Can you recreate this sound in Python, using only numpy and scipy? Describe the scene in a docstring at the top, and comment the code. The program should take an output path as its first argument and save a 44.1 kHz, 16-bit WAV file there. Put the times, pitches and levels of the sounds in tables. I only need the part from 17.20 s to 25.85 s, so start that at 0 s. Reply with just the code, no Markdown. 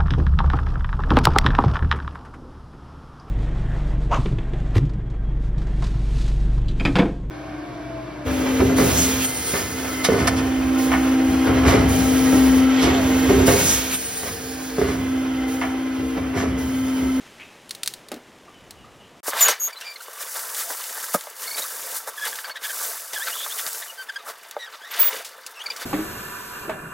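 """A few sharp clicks and a dull knock sound beside a straw bale, over the low air of a yard.
After two seconds the scene jumps to a small plywood coop, where a hand tears straw loose and packs it down.
Countless tiny breaks make the straw crunch, rasp and crackle; thick stalks snap, and sliding ones squeal.
The boards ring briefly when bumped, and a bird chatters in short gliding notes."""
import sys
import numpy as np
from scipy import signal
from scipy.fft import rfft, irfft
from scipy.io import wavfile

SR = 44100
rng = np.random.default_rng(int(sys.argv[2]) if len(sys.argv) > 2 else 0)


def materialize(psi):
    """Save the field psi as 16-bit PCM at rate SR to the path in sys.argv[1].

    A 1-D psi becomes a single channel; in a 2-D psi each row is a channel.
    """
    bounded = np.clip(np.atleast_2d(psi).T, -1, 1)
    quanta = np.round(bounded * 32767).astype(np.int16)
    wavfile.write(sys.argv[1], SR, quanta)


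N = 381465
TIME = np.arange(N) / SR
FREQS = np.maximum(np.fft.rfftfreq(N, 1 / SR), 1)


def from_db(db):
    """Decibels to gain."""
    return 10 ** (np.asarray(db) / 20)


def fader(rows):
    """A gain curve through (seconds, dB) points."""
    return from_db(np.interp(TIME, *np.transpose(rows)))


def drift(rate, size):
    """A random wander with a spread of about 1, turning `rate` times a second."""
    knots = rng.standard_normal(int(size * rate / SR) + 2)
    return np.interp(np.arange(size) * rate / SR, np.arange(len(knots)), knots) * np.sqrt(3 / 2)


def add(out, s, sound):
    """Mix a sound in at s seconds."""
    start = int(s * SR)
    out[start:start + len(sound)] += sound[:N - start]


def low_cut(x, hz):
    """Take away the bass."""
    return signal.sosfilt(signal.butter(4, hz, "high", fs=SR, output="sos"), x)


def colour(x, spectrum, band=(1, SR), resonances=()):
    """Shape x with an EQ curve and resonant peaks; rms 1 inside the band."""
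    hz, db = np.transpose(spectrum)
    shape_db = np.interp(np.log(FREQS), np.log(hz), db)
    for centre, width, lift in resonances:
        shape_db = shape_db + lift / (1 + (2 * (FREQS - centre) / width) ** 2)
    bins = rfft(x) * from_db(shape_db)
    inside = (FREQS > band[0]) & (FREQS < band[1])
    return irfft(bins, N) * N / np.sqrt(2 * np.sum(np.abs(bins[inside]) ** 2))


def fade(energy, t60):
    """Each impulse of energy dies away by 60 dB in t60 seconds."""
    return signal.lfilter([1], [1, -from_db(-120 / (t60 * SR))], energy + 1e-18)


def impulses(rows):
    """One impulse for each (seconds, dB) row."""
    out = np.zeros(N)
    for s, db in rows:
        out[int(s * SR)] += from_db(db)
    return out


def fractures(per_s, spread_db, t60):
    """Energy of random tiny breaks, many weak and a few strong; mean 1."""
    breaks = rng.random(N) < per_s / SR
    strength = from_db(spread_db * np.clip(rng.standard_normal(N), -2.3, 2.3))
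    energy = fade(breaks * strength ** 2, t60)
    return energy / energy.mean()


def grains(per_s, spread_db, t60, broad, rub):
    """Breaks ring in their own stalk's band or crack across all bands (share `broad`), over smooth rub."""
    edges = np.geomspace(400, 16000, 14)
    out = np.zeros(N)
    shared = fractures(per_s, spread_db, t60)
    white = rng.standard_normal((2, N))   # neighbouring bands get unrelated noise
    for k, (low, high) in enumerate(zip(edges, edges[1:])):
        energy = broad * shared + (1 - broad) * fractures(per_s, spread_db, t60) + rub
        corners, kind = ([low, high], "band") if k else (high, "low")
        band = signal.butter(2, corners, kind, fs=SR, output="sos")
        out += signal.sosfilt(band, np.sqrt(energy) * white[k % 2])
    return out


def strike(modes, vary_db):
    """Decaying modes, each with a new strength for every blow; peak 1."""
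    t = TIME[:SR // 4]
    hz, db, t60 = np.transpose(modes)[:, :, None]
    strength = from_db(db + vary_db * rng.standard_normal(hz.shape)) * rng.choice([-1, 1], hz.shape)
    ring = np.sum(strength * np.exp(-np.log(1000) * t / t60) * np.sin(2 * np.pi * hz * t), axis=0)
    return ring / np.abs(ring).max()


def gliding_tones(rows, body, wobble_hz, flutter_db, rasp, fall_db):
    """Tones swell, glide and fade; a body weights their overtones, and roughness makes them hoarse."""
    out, harmonics = np.zeros(N), np.arange(1, 7)
    body_hz, body_db = np.transpose(body)
    for s, length, hz, glide, db, rough in rows:
        size = int(length * SR)
        progress = np.linspace(0, 1, size)
        pitch = hz * 2 ** (glide * (progress - .5)) + wobble_hz * rough * drift(480, size)
        phase = 2 * np.pi * np.cumsum(pitch) / SR
        lift_db = np.interp(np.log(harmonics * hz), np.log(body_hz), body_db)
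        partials = from_db(lift_db - fall_db * np.log2(harmonics)) * (harmonics * hz < SR / 2)
        tone = partials @ np.sin(np.outer(harmonics, phase)) / np.linalg.norm(partials)
        swell = np.abs(np.sin(np.pi * progress)) ** 0.52
        swell *= from_db(flutter_db * rough * drift(220, size))
        swell *= 1 + rasp * rough * drift(2500, size)
        add(out, s, from_db(db) * tone * swell / np.sqrt(np.mean(swell ** 2) / 2))
    return out


def reflections(x, t60, dull_hz):
    """Dense, dull echoes from nearby surfaces, in two unrelated channels."""
    t = TIME[:SR // 4]
    echoes = rng.standard_normal((2, len(t))) * np.exp(-np.log(1000) * t / t60) * (t > .003)
    echoes = signal.sosfilt(signal.butter(1, dull_hz, fs=SR, output="sos"), echoes)
    echoes /= np.sqrt(np.sum(echoes ** 2, axis=1, keepdims=True))
    return signal.fftconvolve(x[None], echoes, axes=1)[:, :N]


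# EQ of the outdoor bed. Each row: frequency in Hz, gain in dB.
AIR_EQ = [(15, -48), (25, -69), (85, -8.5), (243, -2.5), (496, -4), (525, -7), (554, -5), (1220, -11.5),
          (1520, -15.5), (2000, -19), (2600, -52), (4400, -120)]

def outdoor_air():
    """A steady bed of low outdoor rumble."""
    return from_db(-51.5) * colour(rng.standard_normal(N), AIR_EQ)


# The breeze swells and eases. Each row: time in seconds, level in dB before gusts.
BREEZE_FADER = [(0, -76), (1.05, -71), (1.55, -56.5), (2.0, -67)]

def breeze():
    """Light gusts rumble on the microphone, partly on each side separately."""
    eddies = rng.standard_normal(N) + from_db(-1) * rng.standard_normal((2, N))
    rumble = signal.sosfilt(signal.butter(2, [45, 140], "band", fs=SR, output="sos"), eddies)
    gusts = from_db(1.6 * drift(7.8, N))
    return fader(BREEZE_FADER) * gusts * rumble / rumble.std()


# Movement on the grass. 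Each row: time in seconds, relative level in dB.
SHUFFLE_FADER = [(0.0, -49), (0.412, -53), (0.782, -53.5), (0.948, -55), (1.98, -56)]
# EQ of the grass and the far chirps. Each row: frequency in Hz, gain in dB.
YARD_EQ = [(900, -2.5), (2000, 1), (3000, 0), (4500, -6), (7000, -8.5), (11000, -15), (16000, -24)]

def grass():
    """Faint shuffling on grass: mostly smooth rub, with a fine grain of breaks."""
    rustle = grains(per_s=420, spread_db=4, t60=0.014, broad=1.0, rub=3.3)
    return from_db(1) * fader(SHUFFLE_FADER) * colour(rustle, YARD_EQ)


# Distant calls. Each row: start and length in seconds, pitch in Hz, glide in octaves,
# relative level in dB, roughness from 0 to 1.
FAR_CHIRPS = [(.19, 0.052, 2520, 0.25, -46.5, 0.64), (1.275, 0.02, 1116, -.05, -51, 0.35),
              (1.33, 0.073, 3020, -0.069, -61, 0.1), (1.56, .092, 2920, -0.044, -62, 0.26),
              (1.642, 0.013, 1230, 0.021, -50.5, .2), (1.79, 0.088, 2960, .07, -60, .46)]

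def far_chirps():
    """Faint chirps with few overtones, each trailing a soft echo."""
    calls = gliding_tones(FAR_CHIRPS, YARD_EQ, wobble_hz=254, flutter_db=4.5, rasp=0.96, fall_db=22)
    return from_db(3) * calls + from_db(-5.5) * reflections(calls, t60=0.51, dull_hz=6000)[0]


# Knocks on the ground. Each row: start in seconds, level in dB.
KNOCKS = [(0.917, -25), (0.942, -36.5), (0.962, -36)]
# Their dull tone. Each row: frequency in Hz, gain in dB.
KNOCK_EQ = [(30, -40), (90, -25), (170, -10), (240, 5), (420, 2.5), (760, -1.5), (900, -20), (1300, -10),
            (3000, -19), (9000, -31)]

def ground_knocks():
    """The ground answers each knock with a short, dark burst of noise."""
    envelope = np.sqrt(fade(impulses(KNOCKS) ** 2, t60=0.12))
    return envelope * colour(rng.standard_normal(N), KNOCK_EQ)


# Clicks in the yard. Each row: start in seconds, relative level in dB.
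CLICK_HITS = [(.493, -25), (.5084, -12.5), (.5495, -19.5), (.6327, -8.5), (.66, -14.5), (.6755, -5.5),
              (.7377, -18), (.886, -27), (.917, -20.5), (.942, -26.5), (1.508, -22.5)]
# Their ring. Each row: frequency in Hz, relative level in dB, 60 dB decay time in seconds.
CLICK_RING = [(1900, -54, 0.02), (2690, -32, .02), (3720, 0, 0.023), (4150, -1.5, 0.03),
              (4610, -0.5, 0.022), (6000, -39, .025), (8230, -5, 0.031), (9960, 1, 0.022)]
# The bright crack of clicks and snapping stalks. Each row: frequency in Hz, gain in dB.
CRACK_EQ = [(60, -53), (400, -25.5), (1500, -0.5), (4500, 6.5), (9000, 2.5), (15500, -3.5)]

def clicks():
    """A small hard object clicks: a bright crack, a brief ring and a faint tail."""
    ring = np.zeros(N)
    for s, db in CLICK_HITS:
        add(ring, s, from_db(db) * strike(CLICK_RING, vary_db=1))
    energy = impulses(CLICK_HITS) ** 2
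    burst = np.sqrt(fade(energy, t60=0.026) + from_db(-41.5) * fade(energy, t60=0.28))
    return from_db(-5.5) * ring + from_db(-11) * burst * colour(rng.standard_normal(N), CRACK_EQ)


# Single squeaky notes. Each row: start and length in seconds, pitch in Hz, glide in octaves,
# relative level in dB, roughness from 0 to 1.
BIRD_CALLS = [(2.526, .014, 2360, -.05, -41, 0.3), (2.558, 0.03, 4110, 0.034, -42, 0.4),
              (2.605, 0.036, 2780, -.35, -42, 0.87), (2.642, 0.093, 2365, -.025, -39.5, 0.3),
              (2.757, 0.0094, 2150, -0.2, -36.5, 0.3), (2.803, .012, 1400, 0.0078, -39.5, .56),
              (4.974, 0.019, 1704, -0.11, -35, .3), (5.007, 0.059, 1685, .03, -32, 0.14),
              (5.355, 0.025, 1835, -0.022, -34.5, 0.8), (5.441, 0.023, 1676, -0.044, -31.5, 0.25),
              (5.487, 0.03, 1740, 0.075, -35, 0.63), (5.957, 0.024, 1653, -0.13, -30.5, 0.18),
              (5.997, 0.048, 1740, 0.38, -34, .23), (6.067, 0.026, 1470, -0.39, -30, 0.56),
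              (6.117, 0.046, 3200, 0.45, -38.5, 0.4), (6.156, 0.11, 3464, 0.16, -36.5, 0.9),
              (6.3, 0.037, 3350, 0.29, -37, 0.8), (6.383, .026, 3320, .15, -39, 0.66),
              (6.622, 0.015, 1860, .14, -35.5, .9), (6.678, .037, 2950, -0.056, -42.5, 0.3),
              (6.775, 0.058, 1546, -0.056, -38.5, 0.08), (6.886, 0.02, 1624, -.18, -32, 0.38),
              (6.958, .014, 1590, -0.15, -29.5, .37), (6.985, .03, 1276, -0.2, -47, 0.08),
              (7.075, 0.041, 1166, -0.307, -40.5, .45), (7.388, 0.07, 1904, -0.09, -38.5, 0.24),
              (7.45, 0.041, 1620, -0.3, -43.5, 0.18), (7.516, 0.057, 1335, -.26, -47, 0.47),
              (7.606, 0.086, 1770, 0.42, -43.5, 0.4), (8.35, 0.052, 2680, -0.083, -46.5, .3),
              (8.392, .036, 3090, .3, -38, 0.7)]
# Even runs of short notes. Each row: start in seconds, note count, spacing in seconds, pitch in Hz,
# glide in octaves, relative level in dB, roughness from 0 to 1.
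BIRD_RUNS = [(4.276, 3, 0.034, 2240, -0.0027, -32, .3), (4.378, 2, .04, 3940, .18, -31.5, .55),
             (5.121, 4, .058, 1626, 0.19, -35.5, .9), (5.247, 2, .06, 2250, .05, -38.5, .5),
             (8.459, 2, 0.042, 2325, 0, -27.5, 0.4)]
# Resonances of the throat. Each row: frequency in Hz, gain in dB.
THROAT_EQ = [(1200, 2), (1650, 1.5), (2300, -6), (3300, -0.5), (4600, 5), (5050, -5.5), (6600, -9),
             (10000, -9.5), (13500, -20)]

def bird():
    """A bird squeaks and chatters near the coop: short gliding notes, some clear, some hoarse."""
    note_share, scatter_octaves = 0.28, 0.016
    notes = list(BIRD_CALLS)
    for s, count, spacing, hz, glide, db, rough in BIRD_RUNS:
        for k in range(count):
            pitch = hz * 2 ** (scatter_octaves * rng.standard_normal())
            notes.append((s + k * spacing, note_share * spacing, pitch, glide, db, rough))
    voice = gliding_tones(notes, THROAT_EQ, wobble_hz=171, flutter_db=4.5, rasp=0.5, fall_db=5.5)
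    return from_db(0.43) * low_cut(voice, hz=600)


# Bumps on the coop. Each row: start in seconds, relative peak in dB, low cut and high cut in Hz.
BOARD_HITS = [(2.08, -14, 251, 1500), (2.133, -11, 775, 2500), (2.287, -6, 480, 2500),
              (2.883, -27.5, 338, 1190), (3.943, -11.5, 297, 1500), (3.947, -3.5, 188, 1700),
              (3.95, -33, 55, 200), (3.957, -26, 300, 1200), (4.071, -22.5, 490, 1800),
              (4.391, -26, 220, 1200), (4.874, -21, 696, 2500), (4.884, -20, 640, 2500),
              (6.263, -18, 730, 1800), (7.366, -13.5, 517, 600)]
# The plywood's ring. Each row: frequency in Hz, relative level in dB, 60 dB decay time in seconds.
BOARD_MODES = [(250, 6, 0.02), (350, -9, 0.057), (497, 6.5, 0.029), (601, 6.5, 0.034), (790, 6.5, 0.02),
               (990, -7, 0.03), (1253, -2, 0.052), (1200, 13, 0.0065), (1620, 10, 0.0066),
               (2121, -7.5, 0.071), (3620, -4, 0.057)]

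def board_bumps():
    """Blows on wood: light ones miss the low modes, soft ones the high modes."""
    out = np.zeros(N)
    for s, db, low_hz, high_hz in BOARD_HITS:
        lightness = signal.butter(5, low_hz, "high", fs=SR, output="sos")
        softness = signal.butter(1, high_hz, fs=SR, output="sos")
        thud = signal.sosfilt(np.vstack([lightness, softness]), strike(BOARD_MODES, vary_db=1.5))
        add(out, s, from_db(db) * thud / np.abs(thud).max())
    return from_db(-3) * out


# Dry stalks sliding. Each row: start and length in seconds, pitch in Hz, glide in octaves,
# relative level in dB, roughness from 0 to 1.
STALK_SLIDES = [(2.205, .014, 12100, -.01, -20, 0.4), (2.207, 0.04, 7050, -0.068, -13.5, 0.26),
                (2.222, .017, 6040, -.02, -23, .1), (2.241, 0.035, 6730, -0.022, -18, 0.16),
                (2.294, .017, 5930, -.02, -25, .2), (2.305, 0.021, 6520, 0.021, -27.5, .15),
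                (2.397, 0.089, 6645, -0.003, -25, .12), (7.711, .016, 12250, -.02, -37, 1),
                (7.791, .046, 15330, 0, -14, .08), (7.835, 0.064, 15400, 0, -18.5, .15)]
# How well a stalk radiates its overtones. Each row: frequency in Hz, gain in dB.
STALK_EQ = [(6600, -1.5), (13500, -1)]

def stalk_squeals():
    """Stalks stick and slip on each other; uneven slips add rasp, and thin stalks radiate no bass."""
    squeal = gliding_tones(STALK_SLIDES, STALK_EQ, wobble_hz=219, flutter_db=7, rasp=0.58, fall_db=5.5)
    return from_db(0.7) * low_cut(squeal, hz=600)


# Single stalks breaking. Each row: start in seconds, relative level in dB, 60 dB decay time in seconds.
STALK_BREAKS = [(2.283, -8, 0.11), (2.611, -28.5, .056), (3.3467, -19, .025), (3.639, -21, 0.029),
                (4.009, -24, 0.026), (4.241, -26, .025), (4.441, -21, 0.017), (5.156, -23, .03),
                (5.933, -22.5, 0.054), (6.465, -15.5, 0.019), (6.547, -25, 0.043), (7.089, -32, 0.11),
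                (7.311, -21, 0.016), (8.047, -28, 0.19), (8.264, -23, 0.042), (8.563, -27.5, 0.093)]

def stalk_snaps():
    """A thick stalk breaks with a crack and a short splintering tail."""
    energy, t = np.zeros(N), TIME[:SR // 4]
    for s, db, t60 in STALK_BREAKS:
        add(energy, s, from_db(db - 60 * t / t60) ** 2)
    cracks = np.sqrt(energy) * colour(rng.standard_normal(N), CRACK_EQ)
    return from_db(-4.5) * low_cut(cracks, hz=130)


# Handfuls shaken loose. Each row: start and end of the hold, rise time and fall time, all in seconds,
# then relative crush and crackle levels in dB.
SHAKES = [(3.13, 3.925, 0.62, 0.5, -44, -35), (4.219, 4.766, 0.13, 0.23, -43, -34.5),
          (5.028, 5.203, 0.34, 0.17, -46, -37.5), (5.447, 5.755, .07, 0.53, -46, -34),
          (5.98, 6.579, 0.26, 0.44, -45, -34)]
# Quick grabs and shoves. Each row: peak time and length in seconds,
# then relative crush, tear and crackle levels in dB.
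QUICK_GRABS = [(2.048, 0.043, -51, -51, -41), (2.088, 0.049, -32.5, -38, -27),
               (2.167, 0.097, -30.5, -32.5, -37), (2.219, 0.089, -30.5, -24.5, -25),
               (2.29, 0.1, -25, -24, -33.5), (2.438, 0.095, -53, -51, -42), (2.491, 0.04, -39.5, -40, -44),
               (2.653, 0.19, -51, -48, -52), (3.018, 0.047, -42.5, -39.5, -32.5),
               (3.174, 0.077, -38.5, -44, -34), (3.4, 0.08, -47, -35, -28.5),
               (3.509, 0.059, -34.5, -45, -32.5), (3.775, 0.022, -34, -51, -38),
               (3.841, 0.021, -39, -43, -31), (3.948, 0.028, -38, -42, -24), (4.393, 0.056, -37, -38, -31),
               (4.769, 0.049, -48, -46, -29.5), (4.886, 0.038, -37, -59, -35),
               (5.073, 0.053, -33, -31.5, -30), (5.284, 0.07, -38, -50, -42.5),
               (5.449, 0.049, -41.5, -32.5, -37), (5.636, 0.18, -39, -41, -31),
               (5.942, 0.031, -38, -39, -35), (6.083, 0.072, -40.5, -34, -38),
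               (6.395, 0.048, -44, -38, -30.5), (6.476, 0.036, -36.5, -42, -33),
               (6.824, 0.042, -71, -52, -46), (7.091, 0.063, -37.5, -54, -39.5),
               (7.547, 0.062, -52, -45.5, -51), (7.716, 0.013, -42, -40, -39),
               (7.743, .06, -39, -32.5, -46), (7.829, 0.17, -35, -29.5, -35),
               (7.949, 0.15, -36.5, -36.5, -38.5), (8.535, 0.29, -45, -44.5, -49),
               (8.619, .04, -38.5, -36, -37.5)]

def hand_moves():
    """The hand rides three gains, crush, tear and crackle: shakes rise, hold and fall; grabs swell."""
    settling_db = [-48.5, -52, -55]   # loose straw never quite rests
    ramp_db, tear_offset_db = 31, -2   # swing over one rise or fall time; tear against crush in a shake
    power = np.outer(from_db(settling_db) ** 2, np.ones(N))
    for start, end, rise, fall, crush_db, crackle_db in SHAKES:
        outside_hold = np.maximum(0, np.maximum((start - TIME) / rise, (TIME - end) / fall))
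        gains = from_db([crush_db, crush_db + tear_offset_db, crackle_db])
        power += np.outer(gains, from_db(-ramp_db * outside_hold)) ** 2
    for s, length, *levels_db in QUICK_GRABS:
        near = slice(int((s - 2 * length) * SR), int((s + 2 * length) * SR))
        swell = np.exp(-np.abs(2 * (TIME[near] - s) / length) ** 1.85)   # almost a bell curve
        power[:, near] += np.outer(from_db(levels_db), swell) ** 2
    return np.sqrt(power)


# EQs of the straw's low, middle and top layers. Each row: frequency in Hz, gain in dB.
CRUSH_EQ = [(40, -56), (110, -31.5), (220, -19), (330, -13.5), (470, -5), (780, -1.5), (1250, 0.5),
            (1750, -0.5), (2300, -12.5), (3500, -29), (9000, -52)]
TEAR_EQ = [(700, -40), (1500, 0.5), (2000, 6), (3300, -1), (4600, 0), (6500, -3.5), (15000, -36)]
CRACKLE_EQ = [(2000, -43), (4000, -5), (5300, 0), (8000, 2), (11500, 2), (15500, 0.5)]
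# The coop's boxy resonances. Each row: centre in Hz, width in Hz, lift in dB.
COOP_PEAKS = [(447, 37, 9), (524, 17, 10), (688, 25, 7.5), (903, 27, 4), (1166, 33, 6.5), (1334, 37, 8),
              (1548, 99, 4), (2960, 140, 6.5), (3560, 350, 8.5), (4620, 120, 7)]

def straw():
    """The bulk crunches dully, tearing stalks rasp, thin dry ends crackle."""
    crush, tear, crackle = hand_moves()
    bulk = grains(per_s=200, spread_db=6, t60=0.067, broad=0.17, rub=0.094)
    bulk = colour(bulk, CRUSH_EQ, band=(400, 1450), resonances=COOP_PEAKS)
    rasp = grains(per_s=360, spread_db=8, t60=0.059, broad=0.49, rub=0.068)
    rasp = colour(rasp, TEAR_EQ, band=(2200, 5000), resonances=COOP_PEAKS)
    dense = grains(per_s=1300, spread_db=5.5, t60=0.022, broad=0.5, rub=0.25)
    sparse = np.sqrt(fractures(per_s=220, spread_db=8.5, t60=0.064) + 0.26) * rng.standard_normal(N)
    busy = np.clip(crackle / from_db(-41), 0, 1)   # a light touch breaks fewer stalks: ticks stand out
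    ends = colour(np.sqrt(busy) * dense + np.sqrt(1 - busy) * sparse, CRACKLE_EQ, band=(6000, 15000))
    return from_db(-0.33) * crush * bulk + from_db(-1) * tear * rasp + from_db(0.47) * crackle * ends


def scene():
    """First the yard, then a hard cut to the coop; the image is close to mono."""
    yard_end_s, coop_start_s = 2.005, 2.03
    in_yard = TIME < yard_end_s
    in_coop = np.clip((TIME - coop_start_s) / 0.0033, 0, 1)
    accents = stalk_squeals() + bird() + board_bumps() + stalk_snaps()
    yard = outdoor_air() + grass() + ground_knocks() + far_chirps()
    direct = in_yard * yard + clicks() + in_coop * straw() + accents
    mid = direct + from_db(-12.5) * reflections(accents, t60=0.052, dull_hz=5900)[0]
    side = from_db(-28) * reflections(direct, t60=0.036, dull_hz=13800)[1]
    balance = from_db([[0.17], [-0.17]])
    return np.array([mid + side, mid - side]) * balance + in_yard * breeze()


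def record(dry):
    """A steep high cut at 15.9 kHz takes off the very top."""
    return signal.sosfilt(signal.ellip(12, .1, 80, 15900, fs=SR, output="sos"), dry)


dry = scene()
out = record(dry)
materialize(out)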